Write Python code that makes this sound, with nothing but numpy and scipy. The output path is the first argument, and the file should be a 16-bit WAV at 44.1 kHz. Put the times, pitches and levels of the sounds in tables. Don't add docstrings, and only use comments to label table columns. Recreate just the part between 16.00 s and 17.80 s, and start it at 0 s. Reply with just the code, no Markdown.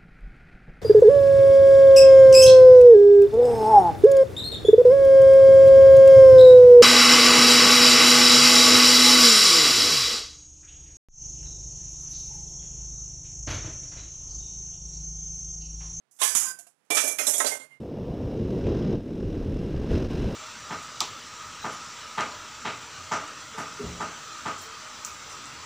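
import sys
import numpy as np
from scipy import signal
from scipy.fft import rfft, irfft, next_fast_len
from scipy.io import wavfile

SR = 44100
rng = np.random.default_rng(int(sys.argv[2]) if len(sys.argv) > 2 else 0)


def store_pcm(level_fs):
    pcm = np.round(np.clip(level_fs, -1, 1) * 32767).astype(np.int16)
    wavfile.write(sys.argv[1], SR, np.atleast_2d(pcm).T)


N = 79380

# (time [s], sheen peak [dB], clank peak [dB], thump peak [dB], t60 [s])
BLOWS = [(0.1975, -17, -28, -44, 0.13), (0.2168, -16, -17.5, -34, 0.26), (0.2299, -9, -24, -39.5, 0.29),
         (0.3498, -11, -27.5, -37.5, 0.24), (0.362, -14, -34, -64, 0.32), (.41, -28, -40, -49.5, 0.46),
         (0.9029, -16, -26, -30.5, 0.28), (0.9477, -14, -33, -34.5, 0.47),
         (0.9677, -16.5, -19.5, -32.5, 0.24), (1.0391, -22, -60, -35, 0.27),
         (1.0745, -17, -34.5, -33, 0.16), (1.1852, -16.5, -27, -37.5, 0.42), (1.267, -12, -33.5, -33, 0.26),
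         (1.279, -15.5, -38, -41, .22), (1.292, -18, -38, -44, .2), (1.335, -15, -34, -44, 0.26),
         (1.3799, -14, -36, -40, 0.3), (1.401, -19, -27, -27, 0.18), (1.4453, -22, -28.5, -23.5, 0.22),
         (1.4665, -14, -26, -36, 0.2), (1.5194, -26, -32.5, -29, 0.17)]
# (time [s], sheen peak [dB], clank peak [dB], thump peak [dB], t60 [s])
TICKS = [
    (.111, -36, -59, -64, 0.14),
    (.163, -40.5, -63, -82, 0.23),
    (.188, -35, -46, -56.5, .2),
    (.588, -36, -57.5, -71, 0.14),
    (.668, -42, -57, -55, .15),
    (.848, -58.5, -71, -79, 0.18),
    (1.597, -54, -56.5, -54, .2),
]
# (frequency [Hz], level per mode [dB])
SHEEN = [(4300, -24), (5300, -6.5), (6300, 1.5), (9000, -0.5), (11300, -1), (12500, -11.5), (15500, -16)]
CLANK = [(700, -21), (1100, -1), (2400, -1.5), (3600, -1), (4600, -10), (6000, -20.5)]
THUMP = [(60, -46), (150, -41.5), (280, -2), (600, 1.5), (900, -1.5), (1300, -32.5)]
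# (frequency [Hz], ratio [-])
RING_LENGTH = [(200, 0.59), (1000, 1.11), (4000, 1), (8000, 2.46), (15000, 1.13)]
# (frequency [Hz], level [dB], t60 [s])
PLATE = [(640, -4, .12), (1050, 5, .2), (2342, -10, .4), (3540, -3, .15), (5932, -2, .19), (7704, -1, .5),
         (8522, -5, .4), (8888, -3, .3), (9878, -2, .3), (10890, -2, .3)]
PLATE_AGAIN = [(2342, -6, .2), (3542, -13, .3), (4646, -15, .4), (5700, 2, .12), (6288, 2, .26),
               (7978, 2, .19), (8947, 1, .45), (9329, -3, .4), (9695, -7, .8), (10090, -5, .45),
               (11560, -2, .19)]
TUMBLER = [(324, 0, .09), (431, -3, .08), (694, -9, .2), (1051, -6, .12), (2340, 2, .6), (3351, -8, .15),
           (3548, -8, .3), (5351, -8, .12)]
TUMBLER_AGAIN = [(1297, 2, .12), (1515, -11, .3), (1854, -3, .12), (2340, 1, .55), (2568, -12, .27),
                 (3526, -9, .2), (5604, -5, .15), (6013, -6, .3), (6412, -9, .4), (7537, -7, .18),
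                 (7938, -6, .2)]
BOWL = [(1550, -10, .15), (2110, 0, .18), (2358, -6, .3), (2524, 3, .1), (3150, -6, .05), (6379, -6, .45),
        (6611, -3, .3), (8920, -6, .18), (10260, -8, .24)]
LID = [(3570, -5, .12), (3990, 5, .06), (5350, 1, .07), (5717, -1, .3), (6072, -2, .25), (6665, -1, .18),
       (7650, -4, .35), (8037, -3, .3), (8320, -6, .4), (9485, -7, .4)]
POT = [(880, 1, .07), (1057, 4, .08), (1301, 5, .07), (1650, 5, .06), (1542, -8, .5), (1917, 9, .05),
       (2116, -3, .13), (3700, -4, .05), (6830, 4, .08)]
POT_AGAIN = [(4075, 3, .077), (4635, 1, .12), (4834, -9, .2), (5222, -6, .2), (6083, 0, .1),
             (6724, -5, .19), (7607, -6, .3), (8242, -8, .4)]
CUP = [(2110, 1, .33), (2859, -24, .5), (4430, -23, .4)]
PLATE_FREED = [(1050, -3, .35), (1518, -8, .5), (1545, 0, .6), (4911, -4, .5), (8960, -6, .5)]
BANGLE = [(5150, -8, .16), (6950, 1, .14), (7300, -2, .1), (10260, 3, .16), (14150, -2, .14)]
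BANGLE_PAIR = [(695, 0, .09), (2700, -9, .1), (4400, -13, .12), (7700, -6, .15), (10800, -4, .14),
               (11250, -4, .12)]
PLATE_RIM = [(1728, 0, .25), (4834, -1, .38), (1545, -11, .5), (3391, -6, .25)]
RACK = [(280, -6, .2), (426, -5, .15), (572, 0, .2), (623, 0, .25)]
PLATE_EDGE = [(3550, -5, .1), (7600, 0, .15), (9900, -4, .12)]
LID_AGAIN = [(705, -8, .2), (3311, -4, .2), (3575, 0, .12), (6368, 2, .11), (7817, -3, .4), (8990, 0, .19),
             (10410, -3, .2)]
CUP_RIM = [(4430, -12, .4), (6869, -4, .25), (7074, -2, .3), (7300, -2, .2), (7444, -1, .2), (8543, -3, .3),
           (8942, -5, .5)]
CUP_FREED = [(2110, 4, .45), (2859, -17, .35), (3219, -17, .2), (7074, -17, .2), (8543, -17, .2)]
# (vessel, time [s], level [dB], rise [s]); a slow rise is a damping hand or neighbour letting go
STRIKES = [(PLATE_EDGE, .197, -30, .002), (PLATE, .213, -27.5, 0.0022), (PLATE_RIM, .245, -29.5, 0.01),
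           (PLATE_AGAIN, .351, -31, 0.0037), (PLATE_FREED, .44, -32, .06), (TUMBLER, .904, -27.5, 0.0022),
           (TUMBLER_AGAIN, 0.97, -27.5, 0.0023), (RACK, 0.96, -39, 0.0035), (RACK, 1.035, -35.5, 0.0054),
           (BOWL, 1.186, -29.5, 0.0022), (RACK, 1.19, -35.5, 0.0043), (LID, 1.268, -27.5, 0.0027),
           (RACK, 1.268, -34.5, 0.0027), (LID_AGAIN, 1.335, -33, 0.007), (RACK, 1.335, -39, .005),
           (POT, 1.402, -27, .002), (RACK, 1.404, -32.5, .004), (RACK, 1.442, -29.5, 0.0038),
           (POT_AGAIN, 1.46, -27, 0.0025), (CUP, 1.508, -29.5, 0.007), (CUP_RIM, 1.592, -44, .004),
           (CUP_FREED, 1.595, -36.5, 0.012), (CUP_FREED, 1.705, -39.5, .012), (BANGLE, .111, -36, .005),
           (BANGLE, 0.14, -42.5, .005), (BANGLE_PAIR, .588, -37.5, 0.0028), (BANGLE_PAIR, .666, -33, .003)]
# (time [s], level [dB])
THUDS = [
    (0.351, -39.5),
    (0.91, -46),
    (1.27, -49.5),
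    (1.461, -43),
]
# (time [s], gain [dB])
GATE = [(.1, -31), (.185, -25.5), (.215, -3.5), (.515, 1.5), (.535, -6.5), (.64, -16.5), (.755, -30),
        (.83, -25), (.897, -23), (.903, -0.5), (1.125, 2.5), (1.18, -2.5), (1.186, -0.5), (1.575, -3),
        (1.59, -9.5), (1.65, -7.5), (1.695, -20), (1.8, -28)]
# (frequency [Hz], level [dB per Hz])
HUM = [(40, -19.5), (100, -21), (150, 0), (700, -0.5), (1500, -2.5), (3000, -9.5), (10000, -17.5),
       (12500, -28)]
# (frequency [Hz], t60 [s])
ROOM = [(200, 0.68), (2000, 0.54), (8000, 0.38), (15000, 0.65)]

TICK_LIFT_DB, SHEEN_DB, CLANK_DB, THUMP_DB = 17, -12, -7.5, -8
SPREAD_DB, ATTACK_S, HISS = 5, 0.00099, 0.75
RING_DB, LUMPY_DB, UNEVEN_DB = -3.5, 5, 1.5
CHATTER_DB = 1.5
WAVER_DB, WAVER_PER_S, WAVER_HZ = 3, 45, 6000
THUD_HZ, THUD_S = 190, 0.0024
REOPEN_S, REOPEN_WIDTH_S, REOPEN_DB = 1.742, 0.043, 10
HUM_DB, HUM_GATED = -59.5, 0.66
DRONE_HZ, DRONE_WIDTH_HZ, DRONE_FROM_S, DRONE_DB = 140, 19, 1.34, -77.5
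ROOM_DB, RIGHT_DB, DEAD_DB = -9, 6, -101
BOTTOM_HZ, TOP_HZ = 170, 16240


def amp(db):
    return 10 ** (np.asarray(db) / 20)


def unit(x):
    return x / np.sqrt(np.mean(x ** 2) + 1e-20)


def along(points, hz, outside=None):
    f, v = np.transpose(points)
    return np.interp(np.log(hz + 1), np.log(f + 1), v, outside, outside)


def filtered(x, response):
    m = next_fast_len(x.shape[-1] + 8192)
    spectrum = rfft(x, m) * response(np.fft.rfftfreq(m, 1 / SR))
    return irfft(spectrum, m)[..., :x.shape[-1]]


def without_bass(x):
    return filtered(x, lambda f: f ** 4 / (f ** 4 + BOTTOM_HZ ** 4))


def add(track, s, sound):
    part = track[round(s * SR):][:len(sound)]
    part += sound[:len(part)]


def dying_noise(t60, gain, size=256):
    length = SR // 3
    hz, t, z = signal.stft(rng.standard_normal(length), SR, nperseg=size)
    decay = amp(-60 * t / t60(hz)[:, None])
    return signal.istft(z * gain(hz)[:, None] * decay, SR, nperseg=size)[1][:length]


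def gate_db():
    t = np.arange(N) / SR
    breath = REOPEN_DB * np.exp(-((t - REOPEN_S) / REOPEN_WIDTH_S) ** 4)
    return np.interp(t, *np.transpose(GATE)) + breath


def hum():
    house = unit(filtered(rng.standard_normal(N), lambda f: amp(along(HUM, f))))
    motor_band = lambda f: np.exp(-((f - DRONE_HZ) / DRONE_WIDTH_HZ) ** 2)
    drone = unit(filtered(rng.standard_normal(N), motor_band))
    swell = np.clip((np.arange(N) / SR - DRONE_FROM_S) / 0.24, .15, 1)
    return amp(HUM_DB) * house * amp(HUM_GATED * gate_db()) + amp(DRONE_DB) * drone * swell


def kitchen(x):
    tail = dying_noise(lambda f: along(ROOM, f), np.ones_like)
    delayed = np.pad(x, (200, 0))
    return signal.fftconvolve(delayed, tail / np.linalg.norm(tail))[:N]


def thuds():
    out, t = np.zeros(N), np.arange(SR // 2) / SR
    push = t / THUD_S * np.exp(1 - t / THUD_S) * (0.1 + np.sin(2 * np.pi * THUD_HZ * t))
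    for s, db in THUDS:
        add(out, s, amp(db) * push)
    return out


def rings():
    out, t = np.zeros(N), np.arange(SR // 2) / SR
    for vessel, s, db, rise_s in STRIKES:
        hz, level_db, t60 = np.transpose(vessel)[..., None]
        knots = rng.standard_normal((2, len(vessel), 60))
        waver = lambda k: np.interp(t * WAVER_PER_S, np.arange(60), k)
        level_flutter, phase_flutter = np.array([[waver(k) for k in rows] for rows in knots])
        loose = np.sqrt(hz / WAVER_HZ)
        decay = amp(db + level_db - 60 * t / t60)
        fade = decay * (1 - np.exp(-t / rise_s)) * np.cos(t / t[-1] * np.pi / 2)
        phase = 2 * np.pi * hz * t + 0.64 * loose * (phase_flutter - phase_flutter[:, :1])
        partials = fade * amp(WAVER_DB * loose * level_flutter) * np.sin(phase)
        add(out, s, np.sum(partials, axis=0))
    return out


def clatter(count=400):
    out, t = np.zeros(N), np.arange(SR // 3) / SR
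    hz = 16000 * (np.arange(count) + rng.random(count)) / count
    life = along(RING_LENGTH, hz) * amp(rng.standard_normal(count))
    modes = np.exp((2j * np.pi * hz[:, None] - np.log(1000) / life[:, None]) * t).imag
    lifted = [(s, a + TICK_LIFT_DB, b + TICK_LIFT_DB, c + TICK_LIFT_DB, d) for s, a, b, c, d in TICKS]
    envelope = (1 - np.exp(-t / ATTACK_S)) * (1 - t / t[-1])
    for s, sheen_db, clank_db, thump_db, t60 in list(BLOWS) + lifted:
        def colour(f):
            sheen = amp(sheen_db + SHEEN_DB + along(SHEEN, f, -120) - 21)
            clank = amp(clank_db + CLANK_DB + along(CLANK, f, -120) - 17)
            thump = amp(thump_db + THUMP_DB + along(THUMP, f, -120) - 11)
            return sheen + clank + thump

        strength = amp(SPREAD_DB * rng.standard_normal(count)) * rng.choice([-1, 1], count)
        ring = (colour(hz) * strength) @ modes
        ring = ring * amp(RING_DB - 60 * t * (1 / t60 - 1))

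        level_lumps, life_lumps = rng.standard_normal((2, 257))
        rattle = dying_noise(lambda f: t60 * along(RING_LENGTH, f) * amp(UNEVEN_DB * life_lumps),
                             lambda f: colour(f) * amp(LUMPY_DB * level_lumps), size=512)
        contacts = np.repeat(rng.exponential(size=len(t) // 60), 60)
        rattle = rattle * amp(CHATTER_DB * (contacts - 1))

        crack = dying_noise(lambda f: 0.015 + 0 * f, colour)
        add(out, s, (ring + 20 * (HISS * rattle + crack)) * envelope)
    return out


def scene():
    steel = without_bass(clatter() + rings()) + thuds()
    gated = (steel + amp(ROOM_DB) * kitchen(steel)) * amp(gate_db())
    return np.array([np.zeros(N), amp(RIGHT_DB) * (gated + hum())])


def record(dry):
    left_hiss = amp(DEAD_DB) * rng.standard_normal(N) * [[1], [0]]
    return filtered(dry + left_hiss, lambda f: np.clip((TOP_HZ - f) / 500, 0, 1))


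dry = scene()
out = record(dry)
store_pcm(out)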